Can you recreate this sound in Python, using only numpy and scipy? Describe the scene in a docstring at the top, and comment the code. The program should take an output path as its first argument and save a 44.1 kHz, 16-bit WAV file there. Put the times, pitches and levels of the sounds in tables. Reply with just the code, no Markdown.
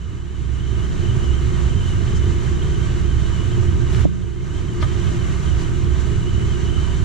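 """Air conditioner over a camper vent

A rooftop blower rumbles in the cabin's resonances, its motor hums, and air rushes through the
ceiling grille with a faint whistle. A hand brushes about, slides a plastic louvre and snaps it over
its catch. A step thumps through the floor into the microphone stand; gain control ducks on peaks."""
import sys
import numpy as np
from scipy import signal
from scipy.fft import rfft, irfft, next_fast_len
from scipy.io import wavfile
from scipy.ndimage import minimum_filter1d

SR = 44100
rng = np.random.default_rng(int(sys.argv[2]) if len(sys.argv) > 2 else 0)


def wav_record(signal):
    """Record a signal, one row per channel, as 16-bit PCM in the file named by sys.argv[1]."""
    frames = np.transpose(np.atleast_2d(signal))
    bounded = np.clip(frames, -1, 1)
    # unit amplitude maps onto the largest positive 16-bit level
    quanta = np.round(bounded * 32767).astype(np.int16)
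    wavfile.write(sys.argv[1], SR, quanta)


N = 310464
TIME = np.arange(N) / SR


def from_db(db):
    """Decibels to gain."""
    return 10 ** (np.asarray(db) / 20)


def at_hz(points, hz):
    """Read a table on a log-frequency axis."""
    p = np.array(points, float)
    return np.interp(np.log(hz), np.log(np.maximum(p[:, 0], 1)), p[:, 1])


def fader(points):
    """A gain curve through points of seconds and dB."""
    return from_db(np.interp(TIME, *np.transpose(points)))


def drift(rate_hz):
    """Smooth random wander with a spread of 1."""
    hop = 40
    r = np.exp(-2 * np.pi * rate_hz * hop / SR)
    slow = signal.lfilter([1], [1, -2 * r, r * r], rng.standard_normal(N // hop + 4002))[4000:]
    return np.interp(np.arange(N) / hop, np.arange(len(slow)), (slow - slow.mean()) / slow.std())


def ring(x, hz, t60):
    """One mode: a unit click starts a decaying sine of height 1."""
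    r, w = from_db(-60 / (t60 * SR)), 2 * np.pi * hz / SR
    return signal.lfilter([0, np.sin(w)], [1, -2 * r * np.cos(w), r * r], x + 1e-18)


def peak(hz, centre_hz, width_hz):
    """Power response of a resonance, 1 on top."""
    return 1 / (1 + (2 * (hz - centre_hz) / width_hz) ** 2)


def mode_power(hz, modes):
    """Left and right power per Hz of noise in sharp resonances."""
    return sum(from_db([[left_db], [right_db]]) ** 2 * peak(hz, centre, width) ** 2 / width
               for centre, width, left_db, right_db in modes)


def pan(hz):
    """Split the air's power between left and right."""
    # Stereo balance. Each row: frequency in Hz, left minus right in dB.
    balance = [(22, 7), (45, -17), (60, -3), (91, -9), (140, 0.5), (210, -5), (320, -2), (730, -2),
               (1110, -2.5), (1690, -0.2), (2400, -0.5), (3000, -3), (5000, 0.5), (6600, 0), (7750, 0.5),
               (8050, 0), (8600, -5.5), (11000, -0.5), (13600, -.9)]
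    return from_db(at_hz(balance, hz) * [[1], [-1]])


def stereo_noise(power, bands, together_db, patchy_db, flicker_hz):
    """Noise shaped by power(hz); half-octave bands, counted from 16 Hz, flicker together and apart."""
    # How alike the two sides are. Each row: frequency in Hz, likeness from 0 to 1.
    likeness = [(30, 0.4), (65, 0.48), (150, 0.31), (250, 0.03), (350, 0.93), (500, 0.27), (1000, 0.02),
                (2000, 0.65), (3200, 1), (5000, 0.36), (7000, 0.37), (9000, 0.17), (14000, 0.4)]
    # Phase between the sides. Each row: frequency in Hz, left lead in radians.
    lead = [(0, -1.5), (340, -1.19), (950, 5.5), (1550, 8), (2240, 4.5), (2670, 7), (5770, 6), (6290, 7.5),
            (7490, 7.5), (8180, 9), (10900, 14.5), (11500, 9.5), (13000, 14.5), (13800, 11)]
    size = next_fast_len(N)
    hz = np.maximum(np.arange(size // 2 + 1) * SR / size, 1)
    common, apart = rfft(rng.standard_normal((2, size)))
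    alike = np.clip(at_hz(likeness, hz), 0, 1)
    left = common * np.exp(1j * at_hz(lead, hz))
    right = alike * common + np.sqrt(1 - alike ** 2) * apart
    spectrum = np.array([left, right]) * np.sqrt(power(hz) * SR / 2)
    place = np.clip(2 * np.log2(hz / 16), bands[0], bands[-1])
    out, shared_db = 0, together_db * drift(4.6)
    for band in bands:
        share = np.clip(1 - abs(place - band), 0, 1)   # neighbouring shares sum to one
        flicker = from_db(shared_db + patchy_db * drift(flicker_hz))
        out = out + irfft(spectrum * share, size)[:, :N] * flicker
    return out


def rumble():
    """Turbulence at the blower, coloured by the cabin and its ceiling panels."""
    # The bed between resonances. Each row: frequency in Hz, noise density in dB.
    bed = [(12, -72), (22, -43), (34, -55.5), (48, -49), (62, -40.5), (76, -44.5), (100, -42), (130, -44.5),
           (190, -54), (255, -63.5), (310, -56.5), (350, -61), (385, -58), (420, -68), (520, -73.5)]
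    # Cabin and panel resonances. Each row: centre and width in Hz, left and right level in dB.
    panels = [(37.2, 3.3, -48, -49), (52, 5, -50, -45), (85.5, 6.9, -30, -24), (109.6, 17, -46, -29),
              (431.5, 16, -46.5, -57)]

    def power(hz):
        return from_db(at_hz(bed, hz)) ** 2 * pan(hz) * (hz < 520) + mode_power(hz, panels)
    return stereo_noise(power, range(2, 11), together_db=1.3, patchy_db=0.35, flicker_hz=8.4)


def panel_drone():
    """Turbulence sets sharp ceiling panel modes droning above the rumble."""
    # Panel modes. Each row: centre and width in Hz, left and right level in dB.
    modes = [(351.3, 12, -40.5, -34), (373.6, 4.3, -45.5, -42), (399.8, 7, -48, -45.5)]
    # The drone's swells. Each row: time in seconds, gain in dB.
    swells = [(0, -7), (1.1, 2), (1.9, -1.5), (3.0, 1.5), (3.3, -13), (3.6, 2), (4.2, 1), (4.8, 3),
              (5.399, 0.5), (6.0, 2), (7.04, 2)]
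    return fader(swells) * stereo_noise(lambda hz: mode_power(hz, modes), range(9, 10),
                                        together_db=0.2, patchy_db=0.2, flicker_hz=5.1)


def cabin_boom():
    """A low cabin mode hums at its own pitch, which wavers a little."""
    # The mode: pitch and waver in Hz, left and right level in dB, left lead in radians.
    mode = (66, 0.84, -31, -19, 0)
    # The boom swells and fades. Each row: time in seconds, gain in dB.
    swells = [(0, -1), (.22, -2.5), (.38, 3.5), (.8, 1.5), (.98, -17), (1.3, 3.5), (1.65, 0), (1.9, -18),
              (2.05, -1), (2.2, 0), (2.7, -5.5), (3.0, 1.5), (3.3, -1), (3.65, -12), (3.95, 2.5),
              (4.2, 0.5), (4.6, -9), (5.3, -12), (5.5, 0.5), (5.8, -9), (5.93, 3.5), (6.2, -8), (6.7, -4),
              (7.04, 3.5)]
    hz, waver_hz, left_db, right_db, lead = mode
    phase = 2 * np.pi * np.cumsum(hz + waver_hz * drift(1.36)) / SR
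    level = np.sqrt(2) * fader(swells) * from_db(1.66 * drift(6.6))
    return level * from_db([[left_db], [right_db]]) * np.sin(phase + [[lead], [0]])


def motor():
    """Shaft harmonics, mains hum, and the hum's sidebands one shaft rate away."""
    # Motor tones. Each row: the shaft and mains multiples that add up to the pitch,
    # then left and right level in dB and left lead in radians.
    tones = [((0.99, 0), (-38.5, -23.5, 3.5)), ((0, 0.96), (-33.5, -40, 0.35)), ((3, 0), (-38.5, -31, 3.4)),
             ((0, 2), (-32, -29.5, -1.02)), ((5, 0), (-49, -34.5, -0.32)), ((0.97, 2), (-35, -46, -1.36)),
             ((6.03, 0), (-40.5, -35, -1.1)), ((0, 3), (-41, -37, 2.7)), ((-1, 4), (-50, -44, 0.18)),
             ((8.7, 0), (-45, -45.5, -1.85)), ((0, 4), (-45, -48.5, 1.9)), ((1, 4), (-48.5, -50.5, -0.18)),
             ((0, 5), (-55, -55, -0.25)), ((12, 0), (-41.5, -43.5, -0.9)), ((14, 0), (-55, -48.5, -0.79))]
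    shaft_hz, mains_hz, speed_waver, waver_db = 28.5, 60.0, 0.003114, 1.37
    shaft = 2 * np.pi * np.cumsum(shaft_hz * (1 + speed_waver * drift(0.83))) / SR
    mains = 2 * np.pi * mains_hz * TIME
    out = 0
    for (shaft_multiple, mains_multiple), (left_db, right_db, lead) in tones:
        phase = shaft_multiple * shaft + mains_multiple * mains + rng.uniform(0, 2 * np.pi)
        level = np.sqrt(2) * from_db(waver_db * drift(1.45))
        out = out + level * from_db([[left_db], [right_db]]) * np.sin(phase + [[lead], [0]])
    return out


def air_rush():
    """Air hisses through the duct and grille and takes on their resonances."""
    # The broad tone of the air. Each row: frequency in Hz, relative level in dB.
    contour = [(250, -32), (430, -9.5), (559, -8), (854, -10.5), (1250, -4), (1360, -7.5), (1580, -9),
               (2550, -14), (3000, -15), (3370, -14.5), (4780, -22), (7520, -18), (8200, -25), (12300, -42),
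               (14100, -39)]
    # Duct and grille resonances. Each row: centre and width in Hz, lift or notch in dB.
    duct = [(652, 95, 3.5), (2034, 33, -13), (2730, 74, -1.5), (3665, 40, -10.5), (4800, 200, 1.5),
            (961, 27, 5), (1226, 130, 0), (1553, 37, 9), (2110, 200, 4.5), (2745, 38, 4), (3620, 57, 5),
            (3710, 33, 6.5), (4320, 36, 4), (1359, 35, -5), (2490, 43, -6.5), (3450, 83, -6),
            (3980, 250, 2), (4880, 57, -8), (5300, 300, -0.5), (5880, 58, 5), (7600, 50, 1.5),
            (6280, 410, 3.5), (7700, 50, 0), (7610, 99, 3)]
    level_db = -29.5

    def power(hz):
        colour_db = sum(db * peak(hz, centre, width) for centre, width, db in duct)
        shape = from_db(at_hz(contour, hz) + colour_db) ** 2 * (hz > 430)
        return from_db(level_db) ** 2 * shape / np.sum(shape * hz[1]) * pan(hz)
    return stereo_noise(power, range(10, 20), together_db=0.79, patchy_db=0.6, flicker_hz=12.0)


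def whistle():
    """An edge tone that hops between two pitches and comes in random puffs."""
    # The whistle swells and fades. Each row: time in seconds, gain in dB.
    swells = [(0, 1), (.4, 0), (.67, 5), (.85, 2.5), (.96, -10), (1.05, 4.5), (1.17, -0.5), (1.3, 5),
              (1.6, -3), (1.86, 7.5), (2.02, -3), (2.14, 6), (2.4, -3), (2.65, -1), (2.9, 0.5), (3.15, 0.5),
              (3.4, 4), (3.8, -4), (3.97, 1.5), (4.2, -2), (4.7, -1), (4.87, -1), (5.08, 1), (5.3, 0.5),
              (5.4, -4), (5.55, 3.5), (5.7, -3.5), (5.95, -6), (6.1, 1), (6.3, 2), (6.6, 2), (6.82, 4.5),
              (7.04, 0)]
    centre_hz, hop_hz, puff_rate_hz, level_db = 3014, 85, 55, -48.5
    hz = centre_hz + hop_hz * np.tanh(1.6 * drift(16) - 0.3)
    phase = 2 * np.pi * np.cumsum(hz) / SR
    mid, side = (drift(puff_rate_hz) * np.cos(phase) + drift(puff_rate_hz) * np.sin(phase)
                 for _ in range(2))
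    return fader(swells) * from_db(level_db + 1.1 * drift(16)) * (mid + 0.45 * side * [[1], [-1]])


def swishes_and_chirp():
    """Brief swishes of a brushing hand, and one short chirp of the vent's whistle."""
    # Noise swells. Each row: start and length in seconds, level in dB, centre in Hz, width in octaves.
    swells = [(1.867, 0.049, -51, 6000, 1.5), (2.126, 0.085, -43.5, 6240, 0.58),
              (2.13, 0.085, -44, 1450, 0.5), (2.608, 0.029, -38, 3150, 0.063),
              (4.791, 0.069, -38, 3000, 1.5), (5.555, 0.12, -45.5, 3500, 2),
              (5.989, 0.046, -46, 6000, 0.83), (6.76, 0.063, -40, 1250, 0.12)]
    out = np.zeros((2, N))
    for start, length, db, hz, octaves in swells:
        i, n = round(start * SR), round(length * SR)
        edges = np.minimum(hz * 2 ** (octaves / 2 * np.array([-1, 1])), [12000, 15000])
        band = signal.butter(2, edges, "band", fs=SR, output="sos")
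        mid, side = signal.sosfilt(band, rng.standard_normal((2, 9000)))[:, :n]
        swell = from_db(db) * np.sin(np.pi * np.arange(n) / n) ** 3
        out[:, i:i + n] += swell * (mid + 0.6 * side * [[1], [-1]]) / mid.std()
    return out


def louvre_slide():
    """Plastic sticks and slips in its guide: uneven grains, strongest mid-stroke."""
    # Three ticks of the sliding louvre, the middle one strongest. Each row: time in seconds, peak in dB.
    accents = [(3.902, -27), (3.948, -21), (3.965, -27)]
    start_s, fastest_s, end_s = 3.895, 3.95, 4.056
    level_db, fade_db_per_s, grains_per_s = -40.5, 50, 4000
    t = start_s + np.arange(round((end_s - start_s) * SR)) / SR
    ramps = np.clip(np.minimum(t - start_s, end_s - t) / 0.033, 0, 1)
    stroke = ramps * from_db(level_db - fade_db_per_s * abs(t - fastest_s))
    plastic = signal.butter(1, [800, 3000], "band", fs=SR, output="sos")
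    grains = rng.laplace(size=(2, 9000)) * (rng.random((2, 9000)) < grains_per_s / SR)
    mid, side = signal.sosfilt(plastic, grains[:, :len(t)])
    out = np.zeros((2, N))
    out[:, round(start_s * SR):][:, :len(t)] = stroke * (mid + 0.67 * side * [[1], [-1]]) / mid.std()
    click = signal.sosfilt(plastic, signal.sosfilt(plastic, np.arange(400) == 0))
    for accent_s, accent_db in accents:
        out[:, round(accent_s * SR):][:, :400] += from_db(accent_db) * click / abs(click).max()
    return out


def louvre_snap():
    """The louvre slips over its catch, and a burst of uneven contacts rings the plastic blade."""
    # Blade modes. Each row: pitch in Hz, relative level in dB, seconds to fall 60 dB.
    modes = [(338, -10, 0.1), (513, -6, 0.018), (625, -3.5, 0.034), (983, -4, 0.053), (1229, 2, 0.1),
             (1520, -4.5, 0.04), (1747, -7, 0.052), (2085, -3, 0.024), (3130, -5, 0.027)]
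    start_s, length_s, gain_db = 4.826, 0.024, -23
    i, n = round(start_s * SR), round(length_s * SR)
    mid, side = rng.standard_normal((2, 2000)) * (rng.random(2000) < 0.25)
    progress = 0.45 + 0.63 * TIME[:n] / 0.0056
    force = 1.37 * progress * np.exp(1 - progress)   # hardest about 5 ms in
    clicks = np.zeros((2, N))
    clicks[:, i:i + n] = force * (mid + 0.81 * side * [[1], [-1]])[:, :n]
    release = np.arange(N) == i + 40
    clicks += 4.0 * release   # the catch lets go
    blow = 0.59 * clicks + 11 * release   # and knocks the whole blade
    body = sum(from_db(db) * ring(blow, hz, t60) for hz, db, t60 in modes)
    crack = signal.sosfilt(signal.butter(1, [1500, 6500], "band", fs=SR, output="sos"), clicks)
    return from_db(gain_db) * (0.063 * body + 0.3 * crack)


def footstep():
    """One soft blow rings the floor and the microphone stand, each mode with its own polarity."""
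    # Floor and stand modes. Each row: pitch in Hz, left and right level in dB,
    # a further signed gain on the right, seconds to fall 60 dB.
    modes = [(148.5, -4, -2, -1.37, 0.14), (183.7, -10.5, -7.5, -1.07, 0.89),
             (288.4, -1, 1.5, -1.12, 0.064), (468, -2, -6, -1.1, 0.03), (589, 2.5, -6, 0.79, 0.031),
             (716, -7, 0.5, 0.77, 0.019)]
    start_s, rise_s = 4.0488, 0.0032
    blow = np.zeros(N)
    blow[round(start_s * SR):][:90] = np.hanning(90) / np.hanning(90).sum()
    rise = np.clip((TIME - start_s) / rise_s, 0, 1)   # the floor takes a moment to answer in full
    thump = sum((-1) ** k * from_db([[left_db], [right_db]]) * [[1], [right_gain]] * ring(blow, hz, t60)
                for k, (hz, left_db, right_db, right_gain, t60) in enumerate(modes))
    return signal.sosfilt(signal.butter(6, 840, fs=SR, output="sos"), rise * thump)


def scene():
    """The air conditioner, the hand and the step, mixed in stereo."""
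    air = rumble() + motor() + cabin_boom() + panel_drone() + air_rush() + whistle()
    at_vent = swishes_and_chirp() + louvre_slide() + louvre_snap()
    dull = signal.butter(2, 9500, fs=SR, output="sos")   # far off and turned away
    return air + signal.sosfilt(dull, at_vent) + footstep()


def record(dry):
    """Gain ducks on peaks, holds and climbs back steadily; peaks are rounded and the top is cut."""
    threshold_db, release_rate, gain_db, ceiling, cutoff_hz = -5.5, 12.5, 1.08, 0.82, 14700
    lookahead_s, attack_s, settle_s, hold_s = 0.0015, 0.0019, 0.0098, 0.26
    sidechain = signal.sosfilt(signal.butter(2, 125, "high", fs=SR, output="sos"), dry)   # no deep bass
    over_db = np.maximum(20 * np.log10(abs(sidechain).max(axis=0) + 1e-9) - threshold_db, 0)
    over_db = np.append(over_db, np.zeros(round(lookahead_s * SR)))[-N:]
    hold = round(hold_s * SR) // 2 * 2 + 1
    held = -minimum_filter1d(-over_db, hold, origin=hold // 2)
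    held = np.maximum(held, 9.5 * (TIME < 0.2))   # opens ducked, as after a loud sound
    climb = release_rate * TIME
    duck = np.maximum.accumulate(held + climb) - climb
    # most of the duck comes at once, the rest settles in
    fast, slow = (signal.lfilter([1 - r], [1, -r], duck, zi=[r * duck[0]])[0]
                  for r in np.exp(-1 / SR / np.array([attack_s, settle_s])))
    ducked = dry * from_db(gain_db - 0.74 * fast - 0.32 * slow)
    rounded = ceiling * np.tanh(ducked / ceiling)
    return signal.sosfilt(signal.cheby2(12, 70, cutoff_hz, fs=SR, output="sos"), rounded)


dry = scene()
out = record(dry)
wav_record(out)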